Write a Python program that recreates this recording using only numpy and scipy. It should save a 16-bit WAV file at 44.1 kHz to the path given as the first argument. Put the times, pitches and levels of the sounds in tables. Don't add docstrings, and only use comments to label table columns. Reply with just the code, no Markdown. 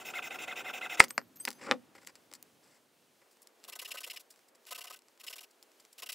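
import sys
import numpy as np
from scipy import signal
from scipy.fft import rfft, irfft, next_fast_len
from scipy.io import wavfile
from scipy.ndimage import map_coordinates

SR = 44100
rng = np.random.default_rng(int(sys.argv[2]) if len(sys.argv) > 2 else 0)


def dump_mix(stems):
    frames = np.atleast_2d(stems).T
    limited = np.clip(frames, -1, 1)
    pcm = np.round(limited * 32767).astype(np.int16)
    wavfile.write(sys.argv[1], SR, pcm)


def decibels_to_gain(level_db):
    exponent = np.asarray(level_db, float) / 20
    return 10 ** exponent


N = 270774
T = np.arange(N) / SR

# centre in [Hz], width in [Hz], level in [dB].
BENCH = [(246, 150, -4.5), (535, 34, 1), (800, 51, -3), (1170, 160, -4.5), (1420, 120, -4.5)]
KNOCK = [(990.6, 220, 2.5), (1330, 250, 2.5), (2000, 640, 9), (3010, 66, -5.5), (4100, 600, -16.5)]
TICK = [(4900, 1100, 1), (5710, 1000, 0), (7530, 530, 2.5), (9900, 760, -8)]
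EDGE = [(11720, 6000, 4), (12120, 2200, 0), (16300, 6200, -6.5)]


def unit(x):
    return x / np.sqrt(np.mean(x ** 2) + 1e-20)


def along(points, hz):
    f, v = np.transpose(points)
    return np.interp(np.log(hz + 1), np.log(f + 1), v)


def wobble(rate, size=None):
    knots = rng.standard_normal(int(N * rate / SR) + 4)
    return map_coordinates(knots, [T[:size] * rate])


def filtered(x, response):
    m = next_fast_len(x.shape[-1] + SR // 2)
    spectrum = rfft(x, m) * response(np.fft.rfftfreq(m, 1 / SR))
    return irfft(spectrum, m)[..., :x.shape[-1]]


def early(x, response):
    busy = 3 * SR
    return np.pad(filtered(x[:busy], response), (0, N - busy))


def highpass(corner_hz, order):
    return lambda f: (1j * f / (corner_hz + 1j * f)) ** order


def body(modes, sign=-1):
    grid = np.linspace(0, SR / 2, 8192)
    ring = 0
    for k, (hz, width, db) in enumerate(modes):
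        ring = ring + sign ** k * decibels_to_gain(db) * 1j * grid * width / (hz * hz - grid * grid + 1j * grid * width)
    ring = ring / (1 + 1j * grid / (1.4 * modes[-1][0])) ** 3
    ring = ring / np.sqrt(np.mean(abs(ring) ** 2))
    return lambda f: np.interp(f, grid, ring)


def grains(spread_db):
    return unit(rng.standard_normal(N) * decibels_to_gain(spread_db * rng.standard_normal(N)))


def returning(modes, change_db):
    back = [(hz, width, db + change) for (hz, width, db), change in zip(modes, change_db)]
    return modes, back


def saw():
    # start in [s], rasp in [dB], top tooth rate in [Hz],
    # tooth tone in [dB], lateness of top speed [exponent].
    strokes = [(-.04, -48.5, 2000, -54, 0.86), (.042, -44.5, 2304, -57.5, 0.89),
               (0.127, -44, 2235, -41, 0.98), (0.215, -44.5, 2120, -50.5, .9),
               (0.296, -44.5, 2192, -48, 0.98), (.379, -42, 2105, -55, 0.94),
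               (.464, -43.5, 2204, -44, 0.99), (.548, -41, 2000, -49.5, 0.93),
               (.632, -42.5, 2112, -43, 0.96), (.727, -41.5, 2209, -54, 0.74),
               (.803, -42.5, 2176, -43, .95), (.885, -41, 2108, -48, 1.04), (0.97, -44, 2000, -49.5, 0.53)]
    # time in [s], flare in [dB].
    flares = [(0.089, 17), (0.137, 16), (.157, 10), (0.19, 5), (.226, 6), (.275, 1), (0.307, 21),
              (.356, 3), (0.389, 9), (.445, 8), (0.48, 13), (.525, 5), (.575, 4), (0.694, 0), (0.74, 11),
              (.812, 19), (.846, 4), (0.9, 6), (.924, 11)]
    # centre in [Hz], width in [Hz], level in [dB].
    jig_modes = [(490, 23, -5.5), (735, 63, -1), (1383, 78, -4), (1550, 39, -3.5), (2060, 99, -4.5),
                 (2571, 160, 0.5), (3630, 170, -6.5), (3796, 88, -6.5)]
    blade_modes = [(4870, 150, -14.5), (5400, 160, -3.5), (5977, 90, -7), (6413, 58, -1), (7310, 160, -0.5),
                   (8200, 400, -13.5), (9300, 150, -11), (10300, 600, -15.5), (11100, 258, -11),
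                   (11600, 200, -11), (13200, 70, -8.5), (14200, 77, -1), (14634, 150, -13.5),
                   (15300, 200, -1)]
    jig_return_db = [-3, -2, -3.5, 0.5, -0.5, 2.5, 1.5, -1]
    blade_return_db = [-1, 2.5, -0.5, 2.5, -2.5, -0.5, -1.5, -0.5, -0.5, 0, -4, -0.5, -1, 4.5]
    # frequency in [Hz], level in [dB].
    between = [(60, -34), (150, -23), (300, -16), (1000, -19.5), (3950, -21.5), (4200, -32.5), (9000, -34),
               (16000, -40)]
    overtones_db = [-2, -14]

    s, rasp_db, top_hz, tooth_db, late = np.transpose(strokes)
    last_stroke_s, dwell_s = .064, .001
    length = np.append(np.diff(s), last_stroke_s) - dwell_s
    k = np.clip(np.searchsorted(s, T) - 1, 0, None)
    back = k % 2
    ways = (1 - back, back)

    u = np.clip((T - s[k]) / length[k], 0, 1) ** late[k]
    speed = np.sin(np.pi * u) * (T < 1.002)
    grip = np.where(u < .5, .45, .5)
    bite = np.clip(speed / grip, 0, 1) ** 2.2 * (.75 + .25 * speed)

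    pace = np.sin(np.pi * np.clip(u + .06, 0, 1)).clip(0) ** .9
    phase = 2 * np.pi * np.cumsum(top_hz[k] * pace * (1 + .015 * wobble(300))) / SR
    second = decibels_to_gain(overtones_db[0] - 5.8 * speed ** 6) * np.sin(2 * phase)
    third = decibels_to_gain(overtones_db[1]) * np.sin(3 * phase)
    teeth = (np.sin(phase) + second + third) * decibels_to_gain(6 * (u - 1.0))

    flare_s = .004
    flare_db = sum(db * np.exp(-((T[:SR] - at) / flare_s) ** 2) for at, db in flares)
    flare_db = np.pad(flare_db, (0, N - SR))
    snag = decibels_to_gain(1.3 * wobble(109.34) - 2.0 + .45 * flare_db)
    gate = 1 + .6 * np.cos(phase)

    def wood(part, open_db):
        ring = body(part)
        return lambda f: ring(f) + decibels_to_gain(along(between, f) + open_db)

    tone_level = decibels_to_gain(tooth_db[k] + 2 * wobble(120) + .55 * flare_db) / 1.15
    out = early(bite * speed * tone_level * teeth, wood(jig_modes, 19))

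    chips = bite * decibels_to_gain(rasp_db[k]) * snag * gate * grains(2)
    for way, part in zip(ways, returning(jig_modes, jig_return_db)):
        out = out + early(way * chips, wood(part, 12))

    clicks = sum(np.sin(h * phase) for h in range(3, 8))
    hiss = gate * grains(2) + .17 * decibels_to_gain(4.5 * wobble(80)) * clicks
    hiss = hiss * bite * speed ** .5 * snag ** .5 * decibels_to_gain(-55.5 + 3 * back)
    for half in (0, 1):
        for way, part in zip(ways, returning(blade_modes, blade_return_db)):
            out = out + early(way * hiss * decibels_to_gain(2.7 * wobble(35) - 2.5), body(part[half::2]))

    glide = 2 * np.pi * np.cumsum(-300 + 8000 * u + 120 * wobble(400)) / SR
    squeak = np.exp(-((u - .76) / .05) ** 2) * decibels_to_gain(-64 + 3 * wobble(60)) * (np.sin(glide) + np.sin(2 * glide))
    turn = 2 * np.pi * np.cumsum(2400 + 5800 * u) / SR
    chirp = np.exp(-((u - .97) / .05) ** 2) * decibels_to_gain(-63) * np.sin(turn) * (T < .9)
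    return out + back * (squeak + chirp)


def slide(rows, rise, fall, bodies, sag_db=0):
    gains = np.zeros((len(bodies), N))
    for s, length, db, *rel_db in rows:
        i = slice(round(s * SR), round((s + length + .06) * SR))
        t = T[i] - s
        attack = 1 - np.exp(-(t + 0.00091) / rise)
        release = np.exp(-np.clip(t - 0.77 * length, 0, None) / fall)
        shape = attack * release * decibels_to_gain(sag_db * (.5 - t / length))
        gains[:, i] += decibels_to_gain(db + np.array([0, *rel_db]))[:, None] * shape
    rough = decibels_to_gain(0.56 * wobble(250))
    out = 0
    for gain, modes in zip(gains, bodies):
        out = out + filtered(gain * rough * decibels_to_gain(2.1 * wobble(300)) * grains(5.5), body(modes))
    return out


def rubs():
    # start in [s], length in [s], grit in [dB].
    first_ring = [(3.642, 0.012, -55), (3.678, 0.027, -47), (3.721, 0.019, -50.5), (3.753, 0.015, -46),
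                  (3.789, 0.015, -44.5), (3.815, 0.02, -45), (3.846, 0.02, -47.5), (3.876, 0.024, -48),
                  (3.905, 0.026, -47.5), (3.939, 0.027, -48), (3.971, 0.021, -46.5), (4.003, 0.019, -46.5),
                  (4.032, 0.023, -46.5), (4.064, 0.026, -50), (4.098, 0.024, -47), (4.131, 0.023, -50.5),
                  (4.159, 0.022, -51), (4.195, 0.023, -54.5)]
    second_ring = [(4.663, 0.041, -55), (4.707, 0.029, -44), (4.746, 0.022, -50), (4.776, 0.023, -48.5),
                   (4.806, 0.022, -50), (4.838, 0.024, -49), (4.869, 0.0185, -50.5), (4.898, 0.019, -51.5),
                   (4.924, 0.03, -55), (4.959, 0.02, -59.5)]
    third_ring = [(5.197, 0.024, -56), (5.234, 0.021, -50), (5.265, 0.027, -49.5), (5.297, 0.02, -48),
                  (5.326, 0.018, -49.5), (5.356, 0.018, -50.5), (5.381, 0.014, -51), (5.406, 0.015, -51),
                  (5.429, 0.021, -54.5)]
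    fourth_ring = [(5.98, 0.029, -51), (6.021, 0.021, -46.5), (6.059, 0.017, -47.5), (6.089, 0.019, -42),
                   (6.12, 0.016, -42)]
    # push chatter, push bench, pull chatter, pull bench, all in [dB].
    grips = [(4, -8.5, -14, -5), (1.5, -8, -6.5, -3.5), (3.5, -10, -14, -5.5), (-2, -15.5, 0, -5)]
    presses_db = [
        [1, 0, 4.5, 0.5, -2.5, 0.5, -6, -2.5, 2, 1.5, -3, -3, -5, 3.5, -5, -0.5, -2, -8],
        [-1.5, 0.5, 2, 0.5, -1, 1.5, -1, 5, 4, -7],
        [-1, -1, -1, -1, -1, -1, -1, -1, -1],
        [5.5, 2.5, 3, -1.5, -7],
    ]
    # centre in [Hz], width in [Hz], level in [dB].
    grit_modes = [(3730, 1820, 0), (5700, 330, 4.5), (7190, 1470, -1), (8260, 620, 2), (9730, 1500, -1),
                  (11600, 470, 7), (12750, 2500, -2), (16100, 1085, 2.5)]
    chatter_modes = [(1831, 200, -1.5), (2676, 500, 9), (2844, 214, 15), (3066, 390, 4.5),
                     (4302, 168.6, -3.5), (4440, 74, -6), (5154, 226, 6.5), (7900, 400, -2)]
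    paper_modes = [(498, 108, -6.5), (714, 38, -3.5), (1034, 104, -5.5), (1272.1, 39, -3), (1515.5, 32, -2),
                   (2030, 43, -3.5)]

    rows = []
    for strokes, grip, press_db in zip((first_ring, second_ring, third_ring, fourth_ring), grips, presses_db):
        for k, (s, length, db) in enumerate(strokes):
            chatter_db, bench_db = np.reshape(grip, (2, 2))[k % 2]
            if k in (0, len(strokes) - 1):
                chatter_db = chatter_db - 6
            rows.append((s, length, db, chatter_db, bench_db + press_db[k]))
    rubbed = slide(rows, 0.0031, 0.0042, (grit_modes, chatter_modes, paper_modes), sag_db=2.5)
    return filtered(rubbed, highpass(300, 3))


def hits():
    # time in [s], thud, knock, tick and edge in [dB].
    blows = [(1.0029, -39, -8.5, -15.5, -33), (1.040, -55, -45.5, -47, -32), (1.107, -52, -45, -44, -34),
             (1.1787, -43.5, -38.5, -31.5, -36), (1.452, -85, -42, -28.5, -29),
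             (1.4751, -48.5, -37.5, -44, -62), (1.4791, -47.5, -30, -64, -63), (1.4836, -69, -49, -46, -35),
             (1.488, -47.5, -62, -36, -48), (1.5047, -60, -58, -40.5, -37.5),
             (1.7211, -54, -56, -58, -45.5), (2.0727, -77, -50, -43, -42), (2.337, -69, -60, -42, -38.5),
             (2.4271, -76.5, -87.5, -68, -41.5)]
    # time in [s], tick in [dB], weight in [dB].
    faint = [(1.0825, -52, -11), (1.1043, -51, -2), (1.3708, -60.5, -5.5), (1.514, -49, -2),
             (1.529, -52.5, -16), (1.534, -59, -1.5), (1.9512, -69, 26), (2.048, -60.5, 6),
             (2.1546, -54.5, -5), (2.315, -54.5, 7), (2.327, -56.5, 9.5), (2.352, -53.5, -13.5),
             (3.37, -67.5, 10), (3.472, -54, -12.5), (3.601, -71, 0), (3.6346, -63, 1.5), (3.64, -51, -7),
             (4.3401, -67, 2.5), (4.36, -63.5, -3), (4.376, -72, 10), (4.3919, -66.5, 5),
             (4.6531, -60.5, -5), (4.9906, -58, -9), (5.02, -65.5, -6), (5.084, -63.5, -2),
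             (5.1759, -65, 3), (5.627, -54, -18), (5.7172, -63.5, -3), (5.851, -57.5, -1)]
    # level in [dB], and [dB] per dB of weight.
    tick_db = [-16.5, -8, 2, -1]
    tick_per_weight = [1, 0.54, -0.11, -0.18]
    # thud, knock, tick and edge in [dB].
    tail_db = [-17, -21, -28, -41]

    rattle_t60, tail_t60 = .011, .09
    pushes, t = np.zeros((4, N + SR)), np.arange(SR // 8) / SR
    ticks = [(s, *(db + np.array(tick_db) + np.multiply(tick_per_weight, weight))) for s, db, weight in faint]
    decay = decibels_to_gain(-60 * t / rattle_t60 / [[2.2], [1.2], [1], [.8]])
    decay = decay + decibels_to_gain(np.c_[tail_db] - 60 * t / tail_t60)
    for s, *levels_db in blows + ticks:
        push = rng.standard_normal((4, len(t))) * decay
        push[:, :3] += [[4], [-4], [2.5], [1.5]]
        level = decibels_to_gain(np.add(levels_db, [5.7, 0.69, 0.64, 0.77]))
        pushes[:, round(s * SR):][:, :len(t)] += level[:, None] * push
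    return sum(filtered(p[:N], body(b)) for p, b in zip(pushes, (BENCH, KNOCK, TICK, EDGE)))


def landings():
    # centre in [Hz], width in [Hz], level in [dB].
    drop_modes = [(260, 120, -4), (720, 300, -1), (1250, 500, 2), (1900, 600, 1), (2850, 200, -13),
                  (4500, 450, -6), (5150, 600, -5), (6100, 500, -12), (7800, 700, -12), (9600, 400, -7),
                  (11200, 900, -17)]
    rest_modes = [(278, 60, 2.5), (513.3, 50, 4), (780, 130, -1), (1198, 370, -3.5), (1800, 420, -3),
                  (2400, 210, -6.5), (2954, 250, -9), (3550, 450, -8), (4680, 270, -15), (5200, 300, -15),
                  (7500, 660, -25), (9000, 700, -26)]
    snap_modes = [(267, 120, -15), (537, 29, -14), (764, 90, -10.5), (990, 140, -4), (1306, 120, -2),
                  (1995, 430, 1.5), (2773, 170, -10.5), (3329, 300, -18.5), (4270, 400, -9.5),
                  (5350, 530, -12.5), (7400, 900, -11.5), (9490, 780, -18)]
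    # time in [s], level in [dB], contact in [ms].
    drop_hits = [
        (1.1793, -24, .07),
        (1.215, -56, .07),
    ]
    rest_hits = [(1.6917, -35.5, 0.33), (1.698, -41, 0.46), (1.7124, -20, 0.073), (1.7166, -32, 0.34),
                 (1.7199, -23.5, .2), (1.7243, -31.5, .6), (1.732, -35, 0.57), (1.740, -37, .7),
                 (1.751, -39.5, 0.64), (1.76, -47, 0.55), (1.952, -49, .9), (2.085, -69, .25),
                 (2.316, -51, .9)]
    snap_hits = [
        (1.0025, -10, 0.089),
        (1.003, -16.5, 0.13),
        (1.0088, -27, 0.25),
        (1.0402, -33, .1),
    ]

    out, t = 0, np.arange(SR // 8) / SR
    kinds = ((drop_modes, drop_hits, -1), (rest_modes, rest_hits, 1), (snap_modes, snap_hits, 1))
    for modes, rows, sign in kinds:
        push, ring = np.zeros(N + SR), body(modes, sign=sign)
        for s, db, contact_ms in rows:
            rattle = rng.standard_normal(len(t)) * (.3 * decibels_to_gain(-60 * t / .03) + decibels_to_gain(-21 - 60 * t / .12))
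            rattle[0] -= 18
            contact = np.exp(-(t[:90] * 1000 / max(contact_ms, .03) - 1) ** 2 * 4)
            softened = np.convolve(rattle, contact / contact.sum())[:len(t)]
            push[round(s * SR):][:len(t)] += decibels_to_gain(db) * softened
        thin = highpass(140, 2)
        out = out + early(push, lambda f: ring(f) * thin(f))
    return out


def frame():
    # pitch in [Hz], level in [dB], t60 in [s].
    spine = [(6487, -3, .13), (7500, -4, .025), (11400, -9, .05), (12110, 0, .33), (12370, -1, .33),
             (14900, 2, .04)]
    arm = [(3150, -4, .1), (4795, -5, .6), (6175, -2, .6), (7825, 4, .05), (9512, -8, .09), (10170, -6, .4),
           (11190, 3, .35), (12900, -6, .4), (13870, -8, .1), (14700, -8, .4)]
    screw = [(8350, 0, .045)]
    # time in [s], level in [dB], rise in [s], pitch over rest [ratio],
    # share of its ringing time [ratio].
    spine_touches = [(1.084, -62, .006, 1, 1.3), (1.356, -66, .004, 1, 1.4), (1.398, -65, .001, 1, 1.1)]
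    arm_touches = [(1.047, -64, .004, 1, .2), (1.398, -64, .015, 1, 1.3)]
    screw_touches = [
        (.9965, -17, .003, 1.013, .45),
        (1.107, -27, .003, 1.013, .45),
        (1.126, -57, .004, 1.013, .5),
        (1.399, -35, .008, .993, 1.1),
    ]

    buzz_db = 3.5
    out, t = 0, np.arange(SR // 2) / SR
    for modes, touches in ((spine, spine_touches), (arm, arm_touches), (screw, screw_touches)):
        part = np.zeros(N + SR)
        for s, db, rise, pitch, share in touches:
            ring = 0
            for hz, level, t60 in modes:
                level_db = level - 60 * t / (share * t60) + buzz_db * wobble(70, size=len(t))
                ring = ring + decibels_to_gain(level_db) * np.sin(2 * np.pi * pitch * hz * t)
            part[round(s * SR):][:len(t)] = decibels_to_gain(db + 8.0) * ring * (1 - np.exp(-t / rise))
        out = out + part[:N]
    return out * decibels_to_gain(2 * wobble(40))


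def low_thump():
    thump_db = [-23, -30]
    start_s, length_s = 1.0028, .0025
    return decibels_to_gain(np.c_[thump_db]) * np.sin(np.pi * np.clip((T - start_s) / length_s, 0, 1))


def scuffs():
    # start in [s], length in [s], grit in [dB], weight in [dB].
    drags = [(0.992, 0.0072, -48, 12), (0.9956, 0.015, -29.5, -4.5), (1.014, 0.027, -43.5, 2),
             (1.039, 0.009, -42, -7), (1.356, 0.0084, -63, -9.5), (1.394, 0.02, -70.5, 4.5),
             (1.583, 0.035, -70.5, 5), (1.61, 0.075, -59, 5), (1.664, 0.096, -62, 11.5),
             (1.949, 0.02, -61.5, 1), (1.976, 0.016, -65.5, 4), (2.012, 0.029, -65.5, -1),
             (2.065, .0051, -55, -8.5), (2.073, 0.037, -61, 1), (2.155, 0.0063, -58, -3.5),
             (2.339, 0.028, -59.5, -7), (2.625, 0.2, -72.5, -3), (3.213, 0.016, -74.5, 6),
             (3.308, 0.029, -73.5, -12.5), (3.417, 0.02, -69.5, -20.5), (4.303, 0.011, -57.5, -13),
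             (4.32, 0.011, -71.5, -14), (4.482, 0.0074, -65.5, -11), (4.547, 0.01, -63, -6.5),
             (5.507, 0.0068, -67.5, -13.5), (5.628, .008, -67, -14.5), (5.797, 0.0055, -56.5, -8),
             (5.852, .01, -74, -2), (5.927, 0.0056, -57.5, -12.5)]
    # level in [dB], and [dB] per dB of weight; heavy things lose edge.
    scuff_db = [0, 0, -2.5, -10.5]
    per_weight = [0, .95, 1.8, -1]
    rows = []
    for s, length, db, weight in drags:
        answers_db = np.array(scuff_db) + np.multiply(per_weight, weight)
        rows.append((s, length, db, *answers_db[1:]))
    return slide(rows, .003, .0045, (TICK, KNOCK, BENCH, EDGE))


def shop(x):
    # frequency in [Hz], t60 in [s].
    decay_s = [(150, .3), (1000, .05), (4000, .084), (12000, .025)]
    hz, t, z = signal.stft(rng.standard_normal((2, SR // 3)), SR, nperseg=256)
    tail = signal.istft(z * decibels_to_gain(-60 * t / along(decay_s, hz)[:, None]), SR, nperseg=256)[1]
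    delayed = np.pad(x, (130, 0))[None]
    return signal.fftconvolve(delayed, tail / np.linalg.norm(tail[0]), axes=1)[:, :N]


def air():
    # frequency in [Hz], level in [dB per Hz].
    rumble = [(20, -53), (60, -24.5), (100, -6.5), (170, -3), (260, 1.5), (380, -6.5), (600, -62.5)]
    hum = [(100, -51), (170, -23), (240, -6), (450, -0.5), (800, -5), (1500, -10), (3000, -17.5),
           (6000, -61)]
    hiss = [(500, -63), (1500, -4.5), (3000, 0), (8000, -4), (16000, -8)]
    # frequency in [Hz], likeness [correlation].
    alike = [(100, .97), (300, .82), (1400, .66), (3100, .85), (7000, .96), (15000, .94)]
    # time in [s],
    # level in [dB].
    stir = [(0, 11.5), (.95, 13), (1.2, -7), (1.6, 1), (1.8, -4.5), (2.65, -5), (2.9, -7.5), (3.3, -5.5),
            (3.9, -2.5), (4.3, -5.5)]
    rumble_course = [(0, 0), (1, -3.5), (1.15, 0.5), (2.3, -6), (2.6, -5.5), (2.9, -12), (3.15, -10.5), (3.3, -22.5)]
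    # level in [dB], and [dB] per dB of stir.
    air_db = [-66.5, -65.5, -69.5]
    per_stir = [0.2, 0.94, 0.44]

    stir_db = np.interp(T, *np.transpose(stir))
    rumble_course_db = np.interp(T, *np.transpose(rumble_course))
    out = 0
    for db, share, fade_db, colour in zip(air_db, per_stir, (rumble_course_db, 0, 0), (rumble, hum, hiss)):
        def spread(hz):
            turn = np.arccos(np.clip(along(alike, hz), -1, 1)) / 2
            return decibels_to_gain(along(colour, hz)) * [np.cos(turn), np.sin(turn)]
        mid, side = filtered(rng.standard_normal((2, N)), spread)
        level = decibels_to_gain(db + share * stir_db + fade_db + 1.2 * wobble(11))
        out = out + level * unit(np.array([mid + side, mid - side]))
    return out


def scene():
    # frequency in [Hz], level in [dB]; then frequency in [Hz], lead in [rad].
    ports_db = [(400, 1.8), (1000, 1.3), (2200, .5), (4200, 1), (9000, 1)]
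    ports_rad = [(400, 0.12), (1200, 0)]
    # time in [s], level in [dB].
    lean = [(0, -.8), (.95, -.8), (1.0, .4), (1.2, 0), (1.45, .5), (1.7, .2), (2.3, 1), (3.4, 0)]
    # frequency in [Hz], level in [dB].
    wet = [(400, -12), (2500, -29.5), (12000, -17)]
    beside = [(300, -20), (1000, -26.5), (3000, -32.5), (8000, -24.5), (15000, -18)]
    paper_wide = [(400, -3), (1000, 9), (2200, 6), (4500, 5), (10000, 1)]

    paper = rubs()
    near = saw() + paper + hits() + landings() + frame() + scuffs()
    near = filtered(near, highpass(130, 2))
    half = np.array([[.5], [-.5]])
    direct = filtered(near, lambda f: decibels_to_gain(half * along(ports_db, f)) * np.exp(1j * half * along(ports_rad, f)))

    echo = rng.standard_normal(1200) * decibels_to_gain(-.03 * np.arange(1200))
    wide = near + filtered(paper, lambda f: decibels_to_gain(along(paper_wide, f)))
    echoes = signal.fftconvolve(wide, echo / np.linalg.norm(echo))[:N]
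    direct = direct + 2 * half * filtered(echoes, lambda f: decibels_to_gain(along(beside, f) - 2.5))

    direct = direct * decibels_to_gain(half * np.interp(T, *np.transpose(lean)))
    room = filtered(shop(near), lambda f: decibels_to_gain(along(wet, f)))
    return direct + room + low_thump() + air()


def low_pass(x):
    return signal.sosfilt(signal.butter(12, 16660, fs=SR, output="sos"), x)


def record(dry):
    clipped = dry / (1 + abs(dry) ** 6) ** (1 / 6)
    mix = filtered(clipped, lambda hz: decibels_to_gain(-45 * np.clip((hz - 15740) / 160, 0, 2)))
    return low_pass(mix)


dry = scene()
out = record(dry)
dump_mix(out)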